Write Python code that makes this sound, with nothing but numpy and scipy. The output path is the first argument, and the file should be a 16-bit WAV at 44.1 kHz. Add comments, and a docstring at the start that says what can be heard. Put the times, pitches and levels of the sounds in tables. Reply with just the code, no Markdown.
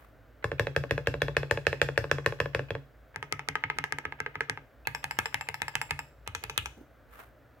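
"""In a small room, four wide keys of a mechanical keyboard are tapped in turn close to a stereo microphone:
space bar, shift, caps lock, tab. Damped resonances form the keycap and case; coloured impulses, noise bursts
and decaying sines form the switch tick, spring buzz and desk thump; diffuse echoes answer them.
Shaped noise gives a brief keycap rattle, soft bumps and brushes of the hands, and the quiet room noise."""
import sys
import numpy as np
from scipy import signal
from scipy.fft import rfft, irfft
from scipy.io import wavfile
from scipy.ndimage import uniform_filter1d

SR = 44100
rng = np.random.default_rng(int(sys.argv[2]) if len(sys.argv) > 2 else 0)


def to_wav(sig):
    """Store sig (one row per channel, or 1-D mono) as 16-bit WAV at the path in sys.argv[1].

    Samples outside -1..1 are clipped; the rate is SR.
    """
    pcm = np.clip(np.atleast_2d(sig), -1, 1) * 32767
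    pcm = np.round(pcm).astype(np.int16)
    wavfile.write(sys.argv[1], SR, pcm.T)  # frames by channels


N = 335160

# Taps on each key: [press t/s, press level/dB, hold t/s, release level/dB]
SPACE_TAPS = [(0.4427, -28.5, 0.074, -34.5), (0.5957, -24, .074, -33), (0.7633, -24, .0746, -39),
              (0.9097, -25.5, 0.069, -32.5), (1.0718, -24.5, 0.069, -36), (1.2188, -24, 0.064, -35),
              (1.3674, -22, 0.064, -37), (1.5109, -22, .0631, -33.5), (1.6679, -21, .0611, -31),
              (1.816, -20, 0.072, -33.5), (1.9768, -21.5, .0648, -37), (2.1137, -21.5, .0702, -38.5),
              (2.2615, -22, 0.062, -39.5), (2.4021, -24.5, 0.056, -37), (2.5482, -26.5, 0.045, -34.5),
              (2.7057, -34, 0.046, -38.5)]
CAPS_TAPS = [(4.8718, -26.5, .077, -31.5), (5.0419, -30, 0.068, -31.5), (5.1884, -22.5, .0691, -30),
             (5.3436, -26, 0.067, -33.5), (5.4877, -30, .0549, -34), (5.6188, -27.5, .0625, -32.5),
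             (5.754, -25.5, 0.061, -29.5), (5.9086, -26, .0826, -33)]
TAB_TAPS = [(6.2756, -35, .074, -32), (6.4383, -34, 0.059, -35), (6.5774, -27, .0806, -35)]
# Taps on shift, whose tick a cushioning finger softens:
# [press t/s, press level/dB, hold t/s, release level/dB, press cushion/dB, release cushion/dB]
SHIFT_TAPS = [(3.1601, -33.5, .0672, -34.5, 6, 2.5), (3.3247, -27.5, 0.069, -35, 1.5, 6),
              (3.4869, -27.5, 0.068, -25, 2.5, 16.5), (3.6385, -25, 0.062, -26.5, 33, 21),
              (3.7861, -27, 0.054, -28, 7, 5), (3.9235, -27, 0.062, -32.5, 7.5, 4),
              (4.0532, -29.5, .0703, -36, 21, 20), (4.2029, -28.5, .0598, -30.5, 11.5, 30),
              (4.3554, -33.5, 0.052, -25, 22, 12.5), (4.4973, -26.5, .0773, -38.5, 5, 15)]
# Keycap resonances: [f/Hz, bandwidth/Hz, relative level/dB]
SPACE_CAP = [(1292, 53, -11), (1640, 110, -3.5), (1753, 170, 3.5), (2240, 490, -9.5), (2574, 125, -4.5),
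             (3323, 190, -5), (3910, 180, -7.5)]
SHIFT_CAP = [(1271, 84, 13.5), (1624, 240, 14.5), (1857, 190, 11.5), (2060, 150, 8.5), (2490, 130, -22.5)]
CAPS_CAP = [(1250, 100, 1), (1770, 530, 9.5), (2130, 370, -3), (2545, 110, 5), (3400, 440, -7)]
TAB_CAP = [(1730, 2100, 4), (2260, 390, -9), (2440, 300, 2.5), (3080, 560, -1.5)]
# Case resonances under the middle and at the left end: [f/Hz, bandwidth/Hz, relative level/dB]
CASE_MIDDLE = [(463.4, 103, 1), (501, 88, 3), (565, 33, 1.5), (844, 54, -6.5), (1046, 93, -3.5)]
CASE_END = [(214, 230, 2.5), (441, 48, 6), (896, 163, 11.5), (1057, 24, -7.5)]
# Spectral envelopes of the switch ticks: [f/Hz, relative level/dB]
DULL_TICK = [(1700, -13), (4200, -2.5), (7500, -10.5), (10000, -17.5), (14000, -16.5), (16500, -37.5)]
SHARP_TICK = [(1200, -2.5), (3000, 2.5), (6000, -8), (8000, -6.5), (11000, -11.5), (13000, -14),
              (16500, -15.5)]
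SHIFT_TICK = [(1200, -0.5), (3000, 5), (6000, 0), (9000, -5.5), (11500, -5), (13500, -24.5), (16500, -22)]
# Switch spring resonances: [f/Hz, bandwidth/Hz, relative level/dB]
SPACE_SPRING = [(5120, 560, 3.5), (7160, 320, -7)]
SHIFT_SPRING = [(5600, 1200, 0)]
CAPS_SPRING = [(5210, 270, -8.5), (7500, 78, -2.5), (11000, 1900, -24)]
TAB_SPRING = [(6130, 840, 1)]
# Blow levels at normal strength, one row for a press and one for a release:
# [case level/dB, switch tick level/dB, desk level/dB]
SPACE_LEVELS = [(-28.5, -48.5, -30.5), (-28, -52.5, -31.5)]
SHIFT_LEVELS = [(-40, -32.5, -37.5), (-38, -38.5, -43.5)]
CAPS_LEVELS = [(-38.3, -36, -42.5), (-37.4, -42.5, -49)]
TAB_LEVELS = [(-41, -29.5, -38.5), (-38.5, -36, -44)]
# Slow change of the desk thump, added to its level: [t/s, level/dB]
THUMP_LEVEL = [(.45, 1.5), (1.1, 2.5), (1.45, -2.5), (2.2, -2), (2.7, 1), (3.3, -2), (4.1, -4.5),
               (4.9, 0.5), (5.75, -0.5), (5.9, 6), (6.3, 0.5)]
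# Desk modes: [f/Hz, t60/s, relative level on a press/dB, relative level on a release/dB]
DESK_MODES = [(63.1, 0.64, -21, -52), (88, 0.12, -1.5, -8.5), (109.1, 0.12, 2, -8), (138.7, 0.3, -6, -3),
              (278.3, 0.12, -14, -11.5)]
# Reverberation time of the room: [f/Hz, t60/s]
ROOM_T60 = [(150, 0.22), (2000, 0.26), (6000, 0.47), (14000, 0.36)]
# Spectral envelope of the room's echoes: [f/Hz, level/dB]
ROOM_COLOUR = [(100, 8), (300, 6.5), (600, -1), (950, 0.5), (1800, -3), (3000, -1.5), (5500, -4),
               (9000, -3.5), (14000, 1.5)]
# Spectral envelope of the room noise: [f/Hz, relative level/dB]
AIR_COLOUR = [(30, -48), (55, 3.5), (80, -14.5), (115, -6.5), (190, -25), (265, -13.5), (380, -21),
              (600, -14.5), (930, -27.5), (1500, -22), (2600, -35.5), (5000, -45.5), (10500, -53),
              (15000, -43)]
# Soft bumps and brushes of the hands: [t/s, rise/s, t60/s, level/dB]
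BUMPS = [(3.765, 0.014, 0.19, -49.5), (6.779, 0.0056, 0.083, -44.5), (6.815, 0.0092, 0.11, -49)]
BRUSHES = [(0.02, 0.045, 0.37, -60.5), (7.16, 0.05, 0.1, -55), (7.2, 0.019, 0.27, -48.5),
           (7.221, .005, 0.078, -72)]
# Spectral envelopes of bump and brush: [f/Hz, relative level/dB]
BUMP_COLOUR = [(150, -40), (270, -3), (340, -12.5), (500, -24), (4000, -53)]
BRUSH_COLOUR = [(200, -11), (500, 1), (1400, 5.5), (2500, -4), (5000, -20), (9000, -18), (14500, -11.5),
                (16000, -17)]
# Rattle of a keycap shaken loose by a hard press: [t/s, rise/s, t60/s, level/dB]
RATTLES = [(6.583, 0.0021, 0.16, -35)]
# Spectral envelope of the rattle: [f/Hz, relative level/dB]
RATTLE_COLOUR = [(1300, -26.5), (2950, 5.5), (7500, -47)]

# Samples in one stroke's sound, in its lead-in and in 10 ms
SIZE, LEAD, FRAME = 16384, 256, 441
HZ = np.fft.rfftfreq(SIZE, 1 / SR)
T = np.arange(SIZE) / SR
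LOW_HZ, TOP_HZ = 47, 16300  # edges of the microphone's band
NORMAL_DB = -30  # strength of a normal stroke
# Growth in dB per dB of strength; the keycap grows by 1
CASE_GROWTH, TICK_GROWTH, DESK_GROWTH = 0.58, 1.375, 0.5
TOUCH_CASE_DB = -55.5  # a fingertip landing on a key faintly knocks the case
SLIDE_T60_S = 0.06
LATE_DB, LATE_T60_S = -15.5, 0.47  # the room's faint late tail
LATE_BAND_HZ = 1200, 2300  # the range in which it lingers


def amp(db):
    """Decibel law: an amplitude ratio of ten for every 20 dB."""
    return 10 ** (np.asarray(db) / 20)


def along(points, hz):
    """Linear interpolation of tabulated values over logarithmic frequency."""
    f, v = np.transpose(points)
    return np.interp(np.log(hz + 1), np.log(f), v)


def noise(colour, alike):
    """Partial coherence: two coloured noises mixed to channels of rms near 1 and correlation `alike`."""
    gain = amp(along(colour, np.fft.rfftfreq(N, 1 / SR)))
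    common, opposed = irfft(rfft(rng.standard_normal((2, N))) * gain, N)
    turn = np.arccos(alike) / 2
    stereo = np.cos(turn) * common + np.sin(turn) * np.array([opposed, -opposed])
    return stereo / common.std()


def air():
    """Stationary background: quiet room noise, nearly alike on both sides."""
    return amp(-57.0) * noise(AIR_COLOUR, alike=0.85)


def touches(rows, colour, alike):
    """Contact noise: each touch swells as a Gaussian and decays exponentially."""
    t = np.arange(N) / SR
    level = np.zeros(N)
    for s, rise, t60, db in rows:
        swell = np.exp(-(np.minimum(t - s, 0) / rise) ** 2)
        decay = amp(db - 60 * np.maximum(t - s, 0) / t60)
        level += decay * swell
    return level * noise(colour, alike)


def hands():
    """Stick-slip friction: fingers catch and slip over the keycaps; a palm bumps the desk."""
    grain = uniform_filter1d(rng.standard_normal(N), size=160)
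    catches = amp(3 * grain / grain.std())
    bumps = touches(BUMPS, BUMP_COLOUR, alike=0.87)
    return bumps + catches * touches(BRUSHES, BRUSH_COLOUR, alike=0.14)


def rattle():
    """Loose contact: a brief noise burst from the keycap after the hardest tab press."""
    return touches(RATTLES, RATTLE_COLOUR, alike=0.3)


def delay(ms):
    """Shift theorem: a delay is a phase proportional to frequency."""
    return np.exp(-2j * np.pi * HZ * ms / 1000)


def band(low_hz, high_hz):
    """Limited radiation: a small part radiates little outside its range (causal band-pass)."""
    b, a = signal.butter(2, [low_hz, high_hz], "bandpass", fs=SR)
    return signal.freqz(b, a, HZ, fs=SR)[1]


def chatter(t60):
    """Random impacts: many tiny contacts dying away, scaled to unit energy on the left."""
    burst = rng.standard_normal((2, SIZE)) * amp(-60 * T / t60)
    return rfft(burst) / np.linalg.norm(burst[0])


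def walls(first_s, t60):
    """Early reflection: a cluster of echoes from the nearest walls."""
    return chatter(t60) * delay(1000 * first_s)


def room(early, tail_db, first_s, mono_hz, bass_spread):
    """Reverberation: early echoes, a short diffuse tail and a faint late one; the bass is nearly alike."""
    hz, t, z = signal.stft(rng.standard_normal((2, SIZE)), SR, nperseg=256)
    decay = amp(-60 * t / along(ROOM_T60, hz)[:, None])
    tail = signal.istft(z * decay, SR, nperseg=256)[1][:, :SIZE]
    tail = tail * (T > first_s)
    diffuse = amp(tail_db) * rfft(tail) / np.linalg.norm(tail[0])
    late = amp(LATE_DB) * chatter(LATE_T60_S) * band(*LATE_BAND_HZ)
    mid, side = early + diffuse + late
    # the side part shrinks to bass_spread below mono_hz
    spread = np.hypot(HZ, bass_spread * mono_hz) / np.hypot(HZ, mono_hz)
    stereo = (mid + spread * np.array([side, -side])) / np.sqrt(1 + spread ** 2)
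    return amp(along(ROOM_COLOUR, HZ)) * stereo


def near_echo(gain, ms, dull_hz):
    """Single reflection: a hard surface close by returns the sound once, duller above dull_hz."""
    return 1 + gain * delay(ms) / (1 + 1j * HZ / dull_hz)


def place(lag_ms, pan_db, apart_hz=1550):
    """Stereo difference: positive pan favours the left, positive lag lets it lead; long waves stay in step."""
    lag = lag_ms * HZ ** 4 / (HZ ** 4 + apart_hz ** 4)
    left = amp(pan_db / 2) * delay(-lag / 2)
    right = amp(-pan_db / 2) * delay(lag / 2)
    return np.array([left, right])


def blow(spectrum):
    """Energy normalization: a short sound is given the energy of 10 ms at rms 1."""
    energy = np.mean(np.sum(irfft(spectrum) ** 2, -1))
    return spectrum / np.sqrt(energy / FRAME)


def desk(released, tilt_db, rise_s, late_ms, scatter_db):
    """Modal vibration: the desk top swings up slowly and booms on; tilt in dB per octave acts below 150 Hz."""
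    hz, t60, down, up = np.transpose(DESK_MODES)[:, :, None]
    tilt = tilt_db * np.minimum(np.log2(hz / 150), 0)
    db = (up if released else down) + tilt + scatter_db * rng.standard_normal(hz.shape)
    boom = np.sum(amp(db - 60 * T / t60) * np.sin(2 * np.pi * hz * T), 0)
    swing_up = 1 - np.exp(-T / rise_s)
    return blow(rfft(boom * swing_up)) * delay(late_ms)


def causal(db):
    """Minimum phase: the folded cepstrum gives the shortest causal response with this gain curve."""
    cepstrum = irfft(np.log(amp(db)))
    cepstrum[1:SIZE // 2] *= 2
    cepstrum[SIZE // 2 + 1:] = 0
    return np.exp(rfft(cepstrum))


def tick(colour, top_hz, rattle_db, rattle_t60):
    """Impact: the stem hits its stop and chatters for milliseconds; a softer stop has a lower top."""
    top_loss_db = 10 * np.log10(1 + (HZ / top_hz) ** 20)
    contact = causal(along(colour, HZ) - top_loss_db)
    return contact * (1 + amp(rattle_db) * chatter(rattle_t60))


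def ring(modes, scatter_db, detune, apart_db):
    """Damped resonance: modes vary in pitch and level as the finger lands a little differently each time."""
    hz, width, db = np.transpose(modes)[:, :, None]
    hz = hz * (1 + detune * rng.standard_normal(hz.shape))
    db = db + scatter_db * rng.standard_normal(hz.shape)
    gain = amp(db + apart_db * rng.standard_normal((2,) + hz.shape))  # separate on each side
    resonance = 1j * HZ * width / (hz ** 2 - HZ ** 2 + 1j * HZ * width)
    return np.sum(gain * resonance, 1)


def add(track, s, spectrum):
    """Superposition: a short sound, with its lead-in, is summed into the track at time s."""
    sound = np.roll(irfft(spectrum), LEAD)
    start = round(s * SR) - LEAD
    track[:, start:start + SIZE] += sound[:, :N - start]


def strokes(taps, levels):
    """Excitation: one strength per press or release sets how hard keycap, case, switch and desk sound."""
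    growth = np.array([CASE_GROWTH, TICK_GROWTH, DESK_GROWTH])
    for s, press_db, hold_s, release_db, *cushions in taps:
        pair = zip((s, s + hold_s), (press_db, release_db), cushions or (0, 0))
        for released, (at, db, cushion_db) in enumerate(pair):
            case_db, tick_db, desk_db = levels[released] + (db - NORMAL_DB) * growth
            desk_db = desk_db + np.interp(at, *np.transpose(THUMP_LEVEL))
            yield at, released, db, case_db, tick_db - cushion_db, desk_db


def key(blows, cap_modes, case_modes, colour, springs, lag_ms, pan_db, tick_pan_db, top_hz,
        desk_tilt_db, case_ms, case_low_hz, echo, press_rattle_db, release_rattle_db,
        press_spring_db, release_spring_db, spring_t60, touch_db, wet_db, tick_wet_db):
    """Impulsive excitation of coupled parts: one key bottoms out and snaps back, again and again."""
    track = np.zeros((2, N))
    bounce = near_echo(gain=echo, ms=2.332, dull_hz=3930)
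    cap_path = band(low_hz=1117, high_hz=2970) * bounce * place(lag_ms, pan_db)
    case_path = band(low_hz=case_low_hz, high_hz=1450) * bounce * delay(case_ms)
    steady_echoes = walls(first_s=0.008, t60=0.041)
    for s, released, cap_db, case_db, tick_db, desk_db in blows:
        rattle_db = release_rattle_db if released else press_rattle_db
        spring_db = release_spring_db if released else press_spring_db

        # the cap wobbles on its stem, so every blow is a little rough
        wobble = 1 + amp(-7.5) * chatter(t60=0.024)
        cap = ring(cap_modes, scatter_db=1.5, detune=0.019, apart_db=-1)
        cap = amp(cap_db) * blow(cap * cap_path * wobble)
        case = ring(case_modes, scatter_db=3.0, detune=0.01, apart_db=2.5)
        case = amp(case_db) * blow(case * case_path)
        clack = cap + case

        click = tick(colour, top_hz, rattle_db, rattle_t60=0.0089)
        click = amp(tick_db) * blow(click * place(lag_ms, tick_pan_db)) * delay(0.23)

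        # the loose spring goes on buzzing after the blow
        buzz = ring(springs, scatter_db=-3.5, detune=0.0025, apart_db=-1.0)
        buzz = amp(tick_db + spring_db) * blow(buzz * chatter(spring_t60))

        if not released:
            # the fingertip meets the cap and the stem slides just before the key bottoms out
            slide = ring(cap_modes, scatter_db=5, detune=0.065, apart_db=9.5)
            slide = blow(slide * cap_path * chatter(SLIDE_T60_S))
            nudge = ring(case_modes, scatter_db=0.5, detune=0.02, apart_db=9)
            nudge = blow(nudge * case_path * chatter(t60=0.036))
            landing = amp(NORMAL_DB + touch_db) * slide + amp(TOUCH_CASE_DB) * nudge
            add(track, s - rng.uniform(0.011, 0.021), landing)

        thump = desk(released, desk_tilt_db, rise_s=0.0061, late_ms=6.94, scatter_db=2.5)
        thump = amp(desk_db) * thump

        # the echo pattern stays with the key, in part changed by the moving hand
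        early = (steady_echoes + walls(first_s=0.008, t60=0.041)) / np.sqrt(2)
        answer = room(early, tail_db=2.0, first_s=0.0091, mono_hz=1390, bass_spread=0.28)
        direct = clack + click + buzz + thump
        sent = clack + amp(-0.5) * buzz + amp(tick_wet_db) * click + amp(-5.5) * thump
        add(track, s, direct + sent * amp(wet_db) * answer)
    return track


def keyboard():
    """Resonance and position: a deep space bar in the middle, three brighter keys at the left end."""
    space = key(
        strokes(SPACE_TAPS, SPACE_LEVELS), SPACE_CAP, CASE_MIDDLE, DULL_TICK, SPACE_SPRING,
        lag_ms=0.064, pan_db=0.5, tick_pan_db=-0.1, top_hz=15200,
        desk_tilt_db=-1.0, case_ms=0.66, case_low_hz=297, echo=0.078,
        press_rattle_db=8.0, release_rattle_db=2, press_spring_db=-7.5, release_spring_db=-4.5,
        spring_t60=0.19, touch_db=-20.5, wet_db=-12.0, tick_wet_db=0.5)
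    shift = key(
        strokes(SHIFT_TAPS, SHIFT_LEVELS), SHIFT_CAP, CASE_END, SHIFT_TICK, SHIFT_SPRING,
        lag_ms=-0.13, pan_db=0.5, tick_pan_db=14, top_hz=12800,
        desk_tilt_db=12.5, case_ms=0.5, case_low_hz=287, echo=0.26,
        press_rattle_db=-17, release_rattle_db=15, press_spring_db=-24, release_spring_db=-13.5,
        spring_t60=0.15, touch_db=-21, wet_db=-11.5, tick_wet_db=-20)
    caps = key(
        strokes(CAPS_TAPS, CAPS_LEVELS), CAPS_CAP, CASE_END, SHARP_TICK, CAPS_SPRING,
        lag_ms=-0.15, pan_db=2.0, tick_pan_db=1.5, top_hz=15000,
        desk_tilt_db=-2.0, case_ms=0.53, case_low_hz=574, echo=0.37,
        press_rattle_db=3.0, release_rattle_db=1, press_spring_db=-37.5, release_spring_db=4.0,
        spring_t60=0.018, touch_db=-19.5, wet_db=-10.5, tick_wet_db=-7.5)
    tab = key(
        strokes(TAB_TAPS, TAB_LEVELS), TAB_CAP, CASE_END, SHARP_TICK, TAB_SPRING,
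        lag_ms=-0.17, pan_db=2.5, tick_pan_db=7, top_hz=14400,
        desk_tilt_db=-15, case_ms=0.093, case_low_hz=328, echo=0.57,
        press_rattle_db=5.5, release_rattle_db=17, press_spring_db=-37, release_spring_db=-2.5,
        spring_t60=0.029, touch_db=-22, wet_db=-10.0, tick_wet_db=-10.0)
    return space + shift + caps + tab


def scene():
    """Linear superposition of room noise, hands, rattle and keys."""
    return air() + hands() + rattle() + keyboard()


def record(dry):
    """Band limitation: the microphone drops the deepest bass and keeps nothing from TOP_HZ upward."""
    bass_cut = signal.butter(6, LOW_HZ, "highpass", fs=SR, output="sos")
    lean = signal.sosfilt(bass_cut, dry)
    return irfft(rfft(lean) * (np.fft.rfftfreq(N, 1 / SR) < TOP_HZ), N)


dry = scene()
out = record(dry)
to_wav(out)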